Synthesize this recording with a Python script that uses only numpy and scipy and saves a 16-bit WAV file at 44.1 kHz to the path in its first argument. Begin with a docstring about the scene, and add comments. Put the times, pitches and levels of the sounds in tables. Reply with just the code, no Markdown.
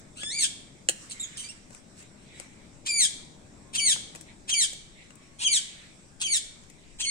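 """An outdoor aviary with a garden around it, heard through the two microphone ports of a panning camera.
A parrot squawks (rasping scoop, high note, jump down, falling glide): harmonics and puffed noise, throat-filtered.
Small birds chirp in gliding harmonics. Close to the camera, ticks are noise bursts over a low thump
and one sharp snap is a handful of brief rings. Sparse echoes answer from cage, paving and trees.
Far off lie traffic, wind, a chattering flock and garden hiss, all shaped noise, and faint wavering tones."""
import sys
import numpy as np
from scipy import signal
from scipy.fft import rfft, irfft
from scipy.io import wavfile
from scipy.ndimage import uniform_filter1d

SR = 44100
rng = np.random.default_rng(int(sys.argv[2]) if len(sys.argv) > 2 else 0)


def file_out(sig):
    """Save sig as 16-bit WAV at sys.argv[1]."""
    # one column per channel
    cols = np.atleast_2d(sig).T
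    # limit, then scale
    lim = np.clip(cols, -1, 1)
    pcm = np.round(lim * 32767).astype(np.int16)
    wavfile.write(sys.argv[1], SR, pcm)


N = 313110  # samples

# Parrot's throat, as heard: [f/Hz, relative level/dB]
THROAT = [(410, -75), (700, -28), (1460, -26.5), (1820, -21.5), (2560, -9.5), (3410, -4.5), (4800, -8.5),
          (5190, -10), (8760, 2), (10100, -12), (12200, -15.5), (13100, -34.5), (16000, -22)]
# First call, climbing to its note: [t/s, pitch f/Hz, level/dB before the port trim, noise re tone/dB,
# brightness/dB per harmonic]
FIRST_CALL = [(0.158, 1288, -57, 4, -8), (0.18, 1367, -44.5, 3.5, -7), (0.218, 1660, -42.5, 1, -9),
              (0.225, 1685, -39, -24.5, -5.5), (0.298, 1782, -35.5, -25.5, -4),
              (0.331, 2203, -37, -14.5, -4.5), (0.37, 2378, -34.5, -14.5, -5.5),
              (0.39, 2284, -28.5, -12, -4), (0.416, 2049, -25.5, -4, 2), (0.445, 1699, -23, -2, -4),
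              (0.466, 1521, -39, 2, -1.5)]
# Short rasps: [start t/s, length/s, pitch f/Hz, level/dB before the port trim]
RASPS = [(1.097, 0.01105, 4160, -37), (1.108, 0.021, 4300, -36.5), (1.371, .1, 3050, -38.5),
         (1.487, 0.04, 2930, -45)]
RASP_NOISE_DB, RASP_TILT_DB, RASP_FADE_DB = 2, -1.5, -13  # noise re tone, dB per harmonic, level at the end
# Squawks: [start t/s; lengths/s of scoop, high note, held note, fall; f/Hz of high note, held note, end;
# level/dB before the port trim of scoop, high entry, high top, held note, fall;
# extra brightness of both notes/dB per harmonic]
SQUAWKS = [(2.852, 0.027, .03, .068, .092, 2475, 2351, 1500, -29.5, -33.5, -27, -28, -22, 1.32),
           (3.73, 0.039, .027, 0.051, 0.096, 3215, 2299, 1430, -27.5, -44, -26.5, -28, -22.5, 0.6),
           (4.475, 0.033, .032, 0.035, .084, 3283, 2332, 1451, -28, -31.5, -25, -27, -23.5, 0.94),
           (5.386, .055, 0.035, .034, .08, 3301, 2355, 1423, -29, -32.5, -22.5, -29.5, -23, -0.17),
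           (6.198, .034, 0.036, 0.04, 0.077, 3270, 2321, 1524, -29.5, -35, -31, -32, -25, 0.042),
           (6.986, 0.034, .029, 0.058, .08, 3300, 2195, 1500, -29, -39, -32, -29.5, -24, 0.3)]
# Noise re tone by part of the squawk: [level/dB]
NOISE_DB = {"scoop": 2.0, "snap": -10, "high": -22, "held": -26, "break": -14, "fall": -7.5}
# Brightness by part of the squawk: [dB per harmonic]
TILT_DB = {"scoop": -2.5, "snap": -2.5, "high": -6, "held": -5, "break": -0.5, "fall": -1.2}
# The scoop is a low rasp that snaps up at its end; its levels are relative to the scoop level
SCOOP_FROM_HZ, SCOOP_TO_HZ, SNAP_UP_S = 800, 980, 0.013
SCOOP_ATTACK_S, SCOOP_START_DB, SCOOP_RISE_DB, SCOOP_END_DB = 0.007, -23.5, -13.5, -4.5
JUMP_S = 0.003
HIGH_SAG, HELD_RISE_DB, HELD_SAG = 0.1, -3, 0.015  # notes swell while their pitch sags by a share
# Levels relative to the fall level; peak and end of hold as shares of the fall's length
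FALL_ENTRY_DB, FALL_PEAK, FALL_HOLD, FALL_END_DB = 0.5, 0.409, 0.804, -17
FALL_BEND = 1.35  # exponent above 1: the glide starts gently and steepens

# Small birds: [start t/s, length/s, from f/Hz, to f/Hz, level/dB of harmonics 1, 2, 3 before trims]
CHIRPS = [(1.104, 0.024, 4544, 3705, -52, -67, -78), (1.193, 0.029, 3617, 3843, -45, -37, -48),
          (1.222, 0.0289, 3910, 3140, -44, -37.5, -53), (2.324, .07, 1890, 1970, -66, -67, -80),
          (1.36, 0.015, 1708, 1945, -56, -70, -53), (1.427, 0.061, 2280, 2410, -55, -52, -61),
          (1.482, 0.028, 2570, 2840, -54, -50, -48)]
# Lead of the left port as the camera turns: [t/s, lead/samples]
BIRD_LEAD = [(0, 20.7), (4.5, 18.6), (5.5, 13.1), (6.2, 8.8), (7.1, 4.3)]
# Balance of the birds, before a fixed lean to the left: [t/s, left-right/dB]
BIRD_PAN = [(0.3, -2.5), (1.4, -7), (2.9, -1), (4.5, -2.5), (5.9, -3), (7.1, -2)]

SNAP_S = 0.8884
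# Rings of the sharp snap: [f/Hz, left level/dB, right level/dB, half length to 1/e/ms]
SNAP = [(553, -29, -29, 2.6), (1800, -23, -14.5, 0.9), (2890, -14, -11.5, 1.0), (4250, -23, -15, 0.7),
        (5840, -20, -13, 0.6), (6970, -16, -10, 1.0), (8470, -7, -10.5, 1.1), (11600, -29, -29, .9)]
# Ticks: [t/s, level/dB before trim, thump re burst/dB before trim, left-right/dB before the camera body's
# shading, t60/s (floor 0.004), brightness/dB per octave]
TICKS = [(0.2313, -30, -11.5, -3.5, 0.01, -3), (0.8924, -13, -16, -7, 0.0086, 3),
         (1.705, -50.5, -0.5, 7, 0.0086, 0), (1.73, -45, -22, -8, 0.0066, 4),
         (1.7474, -38.5, -16, 4, 0.0028, 0.5), (1.99, -48, -25, 4, 0.0072, 3),
         (2.024, -43, -27, 2, 0.0064, 2), (2.3987, -27.5, -13.5, 1, 0.0041, 1),
         (3.9606, -30.5, -16, -3, 0.005, -14), (4.1491, -37.5, -12, 8, 0.0064, -1),
         (4.1557, -33.5, -10.5, -9, 0.0088, 3.5), (4.2098, -38, -31, 5.5, 0.0054, 5.5),
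         (4.7293, -34.5, -9.5, -5, 0.0099, 6), (5.1045, -43, -17, 3, 0.0069, -5),
         (5.1535, -52, -25, 13, 0.0078, 8), (6.6358, -51, -20, 2, 0.0083, 0),
         (6.6976, -45, -13, 3, 0.01, 2.5)]
# Burst of a tick: [f/Hz, relative level/dB]
TICK_SPECTRUM = [(590, -52), (1000, -20.5), (1730, -9.5), (2030, -6), (2840, -6.5), (3300, -15),
                 (4020, -12), (5020, -12.5), (8260, -8.5), (10800, -19.5), (16000, -31)]
# Modes of a tick's thump: [f/Hz, relative level/dB, t60/s]
THUMP = [(340, 8.5, 0.031), (543, 16, 0.02), (730, 10, 0.022)]
# The camera body shades the ports by band: [f/Hz, left-right level/dB]
TICK_LEAN = [(2000, 7.5), (4000, 0), (8500, 10.5)]

# Late echoes of the yard: [f/Hz, t60/s]
YARD = [(1000, 0.65), (4000, 0.64), (9000, 0.42)]
# Faint wavering tones: [start t/s, end t/s, centre f/Hz, level/dB]
WHISTLES = [(3.646, 3.79, 1060, -63), (5.073, 5.753, 1107, -68.5)]

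HISS_DB, CHATTER_DB, WIND_DB = -61.0, -67.5, -57.5  # steady levels before the background's common trim
# Swells of the hiss: [middle t/s, length/s (four sigma), level/dB before the common trim]
HISS_SWELLS = [(0.0, .08, -58.5), (1.035, .1, -50), (1.271, 0.55, -54), (1.757, 0.1, -53.5),
               (1.999, 0.074, -51.5), (2.407, 0.13, -53), (4.183, 0.18, -58.5), (5.8, 0.38, -59),
               (6.613, 0.18, -63)]
# Calls from the far flock: [middle t/s, length/s (four sigma), level/dB before the common trim]
FAR_CALLS = [(0.0, .08, -67), (1.3, 0.5, -54), (2.02, 0.13, -59.5), (2.38, 0.29, -54), (2.622, .25, -63),
             (4.3, 0.069, -55), (5.02, 0.15, -54.5), (5.25, 0.13, -61), (5.77, .3, -54), (6.85, 0.24, -63)]
# Gusts of wind: [middle t/s, length/s (four sigma), level/dB before the common trim]
GUSTS = [(0.1, .8, -59), (1.2, 0.29, -62), (3.2, 1.6, -55.5), (4.65, 0.57, -51.5), (6.4, 0.71, -57),
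         (7.1, 0.58, -47)]
# Distant traffic: [t/s, rumble level/dB before the common trim]
TRAFFIC = [(0.0, -53), (1.1, -56), (3.4, -53.5), (4.07, -51.5), (4.6, -57), (7.1, -57)]
# Hiss of the garden: [f/Hz, relative level/dB]
AIR = [(590, -47), (1000, -8), (1690, -4.5), (2150, -12.5), (3230, -20.5), (5830, -4.5), (6330, -9.5),
       (7790, -0.5), (10700, -19), (12500, -20), (16000, -27)]
# Chatter of the far flock: [centre f/Hz, width/Hz, relative level/dB]
CHATTER = [(2140, 280, -2.5), (2550, 480, -6.5), (3740, 460, -4.5)]
# Traffic rumble: [f/Hz, relative level/dB]
RUMBLE = [(12, -43.5), (20, -32), (59, -3), (135, 0), (225, 0), (319, -4), (542, -11.5), (594, -7),
          (640, -11.5), (940, -15.5), (1600, -27), (2080, -55), (3520, -120)]
# Likeness of the background at the two ports: [f/Hz, correlation]
PORT_LIKENESS = [(60, 0.49), (180, 1), (550, 0.17), (1650, -0.098), (4970, 0.17), (15000, -0.16)]
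# Balance of the background: [f/Hz, left-right/dB]
PORT_LEAN = [(60, 4.5), (180, 5.5), (550, 3.5), (1650, 1), (4970, -3.5), (15000, 5.5)]

# Overall treble balance, a steep step down between 9.3 and 9.9 kHz: [f/Hz, level/dB]
TREBLE_BALANCE = [(9300, -1.5), (9900, -11)]
EDGE_HZ = 16000  # upper band limit


def parrot():
    """A wavering membrane: harmonics weighted by the throat, plus noise puffed once a cycle."""
    t = np.arange(N) / SR
    level, noise_db, tilt_db = np.zeros((3, N))
    calls = [FIRST_CALL] + [rasp(*row) for row in RASPS] + [squawk(*row) for row in SQUAWKS]
    for rows in calls:
        start = rows[0][0]
        _, call_db, call_noise_db, call_tilt_db = unroll(rows)
        add(level, start, gain_of(call_db))
        add(noise_db, start, call_noise_db)
        add(tilt_db, start, call_tilt_db)
    level = uniform_filter1d(level, size=120)
    # the throat changes slowly
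    noise_db, tilt_db = uniform_filter1d(np.array([noise_db, tilt_db]), size=500, axis=1)
    noise_gain = gain_of(noise_db)
    hz = np.interp(t, *np.vstack(calls).T[:2])
    waver, bursts, noise = rng.standard_normal((3, N))
    # a noisier voice is also less steady in pitch
    rough = 0.00522 + 0.037 * noise_gain
    turns = np.cumsum(hz * (1 + rough * evened(uniform_filter1d(waver, 60)))) / SR

    on = level > 0
    k = np.arange(1, 13)[:, None]  # harmonic numbers
    harmonic_hz = k * hz[on]
    weights = gain_of(read(THROAT, harmonic_hz) + tilt_db[on] * k) * (harmonic_hz < EDGE_HZ)
    harmonics = (weights * np.cos(2 * np.pi * k * turns[on])).sum(0)
    tone = np.zeros(N)
    tone[on] = harmonics * np.sqrt(2 / (weights ** 2).sum(0))

    cycle_puff = 0.52 + np.exp(-(turns % 1) / 0.67)
    flutter = gain_of(5.6 * evened(uniform_filter1d(bursts, 90)))
    breath = evened(colour(cycle_puff * flutter * noise, THROAT))
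    return level * (tone + noise_gain * breath) / np.sqrt(1 + noise_gain ** 2)


def squawk(start, scoop, high, held, fall, high_hz, held_hz, end_hz,
           scoop_db, entry_db, high_db, held_db, fall_db, bright_db):
    """Voice controls of one squawk: t/s, pitch f/Hz, level/dB, noise/dB, brightness/dB per harmonic."""
    up, jump, drop, end = start + np.cumsum([scoop, high, held, fall])
    drop_hz = held_hz * (1 - HELD_SAG)

    def glide(share):
        """Pitch at a share of the fall."""
        return drop_hz * (end_hz / drop_hz) ** share ** FALL_BEND

    parts = {
        "scoop": [(start, SCOOP_FROM_HZ, scoop_db + SCOOP_START_DB),
                  (start + SCOOP_ATTACK_S, SCOOP_FROM_HZ, scoop_db + SCOOP_RISE_DB),
                  (up - SNAP_UP_S, SCOOP_TO_HZ, scoop_db)],
        "snap": [(up - JUMP_S, 0.8 * high_hz, scoop_db + SCOOP_END_DB)],
        "high": [(up, high_hz, entry_db),
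                 (up + 0.55 * high, high_hz * (1 - 0.25 * HIGH_SAG), high_db),
                 (jump, max(high_hz * (1 - HIGH_SAG), held_hz), high_db)],
        "held": [(jump + JUMP_S, held_hz, held_db + HELD_RISE_DB),
                 (drop, drop_hz, held_db)],
        "break": [(drop + FALL_PEAK / 2 * fall, glide(FALL_PEAK / 2), fall_db + FALL_ENTRY_DB)],
        "fall": [(drop + FALL_PEAK * fall, glide(FALL_PEAK), fall_db),
                 (drop + FALL_HOLD * fall, glide(FALL_HOLD), fall_db),
                 (end, end_hz, fall_db + FALL_END_DB)]}
    controls = []
    for name, rows in parts.items():
        tilt_db = TILT_DB[name] + bright_db * (name in ("high", "held"))
        controls += [(*row, NOISE_DB[name], tilt_db) for row in rows]
    return controls


def rasp(start, length, hz, db):
    """Voice controls of a noisy burst that starts hard and fades."""
    return [(start + share * length, hz, db + fade_db, RASP_NOISE_DB, RASP_TILT_DB)
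            for share, fade_db in ((0, -3.0), (0.25, 0), (1, RASP_FADE_DB))]


def chirps():
    """Small birds whistle: three slightly unsteady harmonics on a glide."""
    out = np.zeros(N)
    for start, length, from_hz, to_hz, *levels in CHIRPS:
        hz = np.linspace(from_hz, to_hz, round(length * SR))
        waver = evened(uniform_filter1d(rng.standard_normal(4000), 80))[:len(hz)]
        turns = np.cumsum(hz * (1 + 0.012 * waver)) / SR
        sound = sum(gain_of(db + 5.5) * np.sin(2 * np.pi * k * turns) for k, db in enumerate(levels, 1))
        add(out, start, sound * signal.windows.tukey(len(hz), 0.6))
    return out


def snap():
    """A few brief rings with bell-shaped envelopes close to the camera; longer ones peak later."""
    t = np.arange(-200, 1200) / SR
    out = np.zeros((2, N))
    for (hz, left_db, right_db, ms), phase in zip(SNAP, rng.random(len(SNAP))):
        bell = np.exp(-(1000 * t / ms - 0.64 * (ms - 0.9)) ** 2)
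        ring = bell * np.sin(2 * np.pi * (hz * t + phase))
        ports = np.array([np.roll(ring, 12), ring])  # the left port hears it 12 samples later
        add(out, SNAP_S + t[0], ports * gain_of([[left_db], [right_db]]))
    return out


def ticks():
    """Close to the camera, each tick is a short noise burst over a low thump of decaying modes."""
    out = np.zeros((2, N))
    t = np.arange(4096) / SR
    modes = sum(gain_of(db - 60 * t / t60) * np.sin(2 * np.pi * hz * t) for hz, db, t60 in THUMP)
    thump = modes * (1 - np.exp(-t / 0.0017))
    noises = rng.standard_normal((len(TICKS), 4096))
    for (s, db, thump_db, pan_db, t60, tilt_db), noise in zip(TICKS, noises):
        spectrum = [(hz, level_db + tilt_db * np.log2(hz / 5000)) for hz, level_db in TICK_SPECTRUM]
        swell = (t / 0.0019) ** 2 * gain_of(-60 * t / max(t60, 0.004))  # builds up briefly, then dies
        burst = evened(colour(noise, spectrum)) * swell / swell.max()
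        sound = gain_of(db - 5.5) * (burst + gain_of(thump_db - 4.5) * thump)
        # the right port is nearer
        ports = np.array([np.roll(colour(sound, TICK_LEAN), 12), sound])
        add(out, s, ports * gain_of([[pan_db / 2], [-pan_db / 2]]))
    return out


def yard(x):
    """Sparse echoes of random sign from cage, paving and trees, dying by band."""
    taps = np.zeros((2, SR))
    at = np.arange(200, SR - 20, 20) + rng.integers(0, 20, (2, (SR - 201) // 20))
    np.put_along_axis(taps, at, rng.choice([-1., 1.], at.shape), 1)
    hz, t, z = signal.stft(taps, SR, nperseg=256)
    late = gain_of(-60 * t / read(YARD, hz)[:, None])
    early = gain_of(18.5 - 60 * t / 0.058)  # near echoes die first
    tail = signal.istft(z * (late + early), SR, nperseg=256)[1]
    return signal.fftconvolve(x, tail / np.linalg.norm(tail[0]), axes=1)[:, :N]


def whistles():
    """Faint, slightly wavering tones, alike at both ports."""
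    out = np.zeros(N)
    for start, end, hz, db in WHISTLES:
        t = np.arange(0, end - start, 1 / SR)
        tone = np.sin(2 * np.pi * hz * t + 2.0 * np.sin(9.0 * t))
        add(out, start, gain_of(db) * tone * signal.windows.tukey(len(t), 0.3))
    return out


def background():
    """Hiss, far chatter, traffic rumble and wind: random spectra with drifting patches."""
    frames = N // 256 + 5
    hz = np.fft.rfftfreq(1024, 1 / SR)
    t = np.arange(frames) * 256 / SR
    a, b, c, d, patches = rng.standard_normal((frames, 513, 5)).T
    patches = evened(uniform_filter1d(uniform_filter1d(patches, 10, 0), 10, 1))
    patches = patches * (hz > 900)[:, None]  # no patches at 900 Hz and below

    hiss = gain_of(read(AIR, hz)) * (hz > 900)
    flock = sum(gain_of(db) * np.exp(-0.5 * ((hz - f) / width) ** 2) for f, width, db in CHATTER)
    traffic = gain_of(read(RUMBLE, hz)) * (hz < 1600)
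    wind = gain_of(-hz / 3.2)
    traffic_power = gain_of(np.interp(t, *np.transpose(TRAFFIC))) ** 2
    layers = [(hiss, swells(t, HISS_DB, HISS_SWELLS)), (flock, swells(t, CHATTER_DB, FAR_CALLS)),
              (traffic, traffic_power), (wind, swells(t, WIND_DB, GUSTS))]
    power = sum(np.outer(shape ** 2 / (shape ** 2).sum(), level) for shape, level in layers)

    # the right port shares part of the left port's noise
    same = np.clip(read([(25, 0.36)] + PORT_LIKENESS, hz), -1, 1)[:, None]
    left = a + 1j * b
    z = np.array([left, same * left + np.sqrt(1 - same ** 2) * (c + 1j * d)])
    z *= np.sqrt(power) * gain_of(np.outer([0.5, -0.5], read(PORT_LEAN, hz)))[..., None]
    z *= gain_of(2.2 * patches)
    return gain_of(3.5) * signal.istft(z, nperseg=1024, noverlap=768)[1][:, :N]


def swells(t, steady_db, rows):
    """Power of a steady level with bell-shaped swells on top."""
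    bells = sum(gain_of(db) ** 2 * np.exp(-(4 * (t - s) / length) ** 2 / 2) for s, length, db in rows)
    return gain_of(steady_db) ** 2 + bells


def gain_of(db):
    """Decibels to gain."""
    return 10 ** (np.asarray(db) / 20)


def evened(x):
    """Scales to rms 1."""
    return x / np.sqrt(np.mean(x ** 2) + 1e-20)


def read(points, hz):
    """Reads a table on a log-frequency axis."""
    f, value = np.transpose(points)
    return np.interp(np.log(hz + 1), np.log(f + 1), value)


def colour(x, spectrum):
    """Filters by a spectrum table."""
    return irfft(rfft(x) * gain_of(read(spectrum, np.fft.rfftfreq(len(x), 1 / SR))), len(x))


def unroll(rows):
    """Columns of a curve at every sample."""
    s, *columns = np.transpose(rows)
    t = np.arange(s[0], s[-1], 1 / SR)
    return [np.interp(t, s, c) for c in columns]


def add(mix, s, sound):
    """Mixes a sound in at time s."""
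    part = mix[..., round(s * SR):][..., :sound.shape[-1]]
    part += sound[..., :part.shape[-1]]


def scene():
    """The birds reach the left port first; birds, ticks and snap echo in the yard."""
    n = np.arange(N)
    lead, pan_db = (np.interp(n / SR, *np.transpose(curve)) for curve in (BIRD_LEAD, BIRD_PAN))
    later = np.clip(n - np.round(lead).astype(int), 0, N - 1)
    port_gains = gain_of([pan_db / 2 + 3.5, 0.5 - pan_db / 2])
    big, small = (np.array([bird, bird[later]]) * port_gains for bird in (parrot(), chirps()))
    near = ticks() + snap()
    echoes = yard(big + gain_of(-1.0) * small + gain_of(-8.5) * near)
    return big + small + near + echoes + background() + whistles()


def record(dry):
    """The top is darkened above 9.3 kHz; then the band limit."""
    darkened = np.array([colour(x, TREBLE_BALANCE) for x in dry])
    low_pass = signal.firwin(511, EDGE_HZ, window=("kaiser", 9), fs=SR)
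    return signal.oaconvolve(darkened, low_pass[None], "same")


dry = scene()
out = record(dry)
file_out(out)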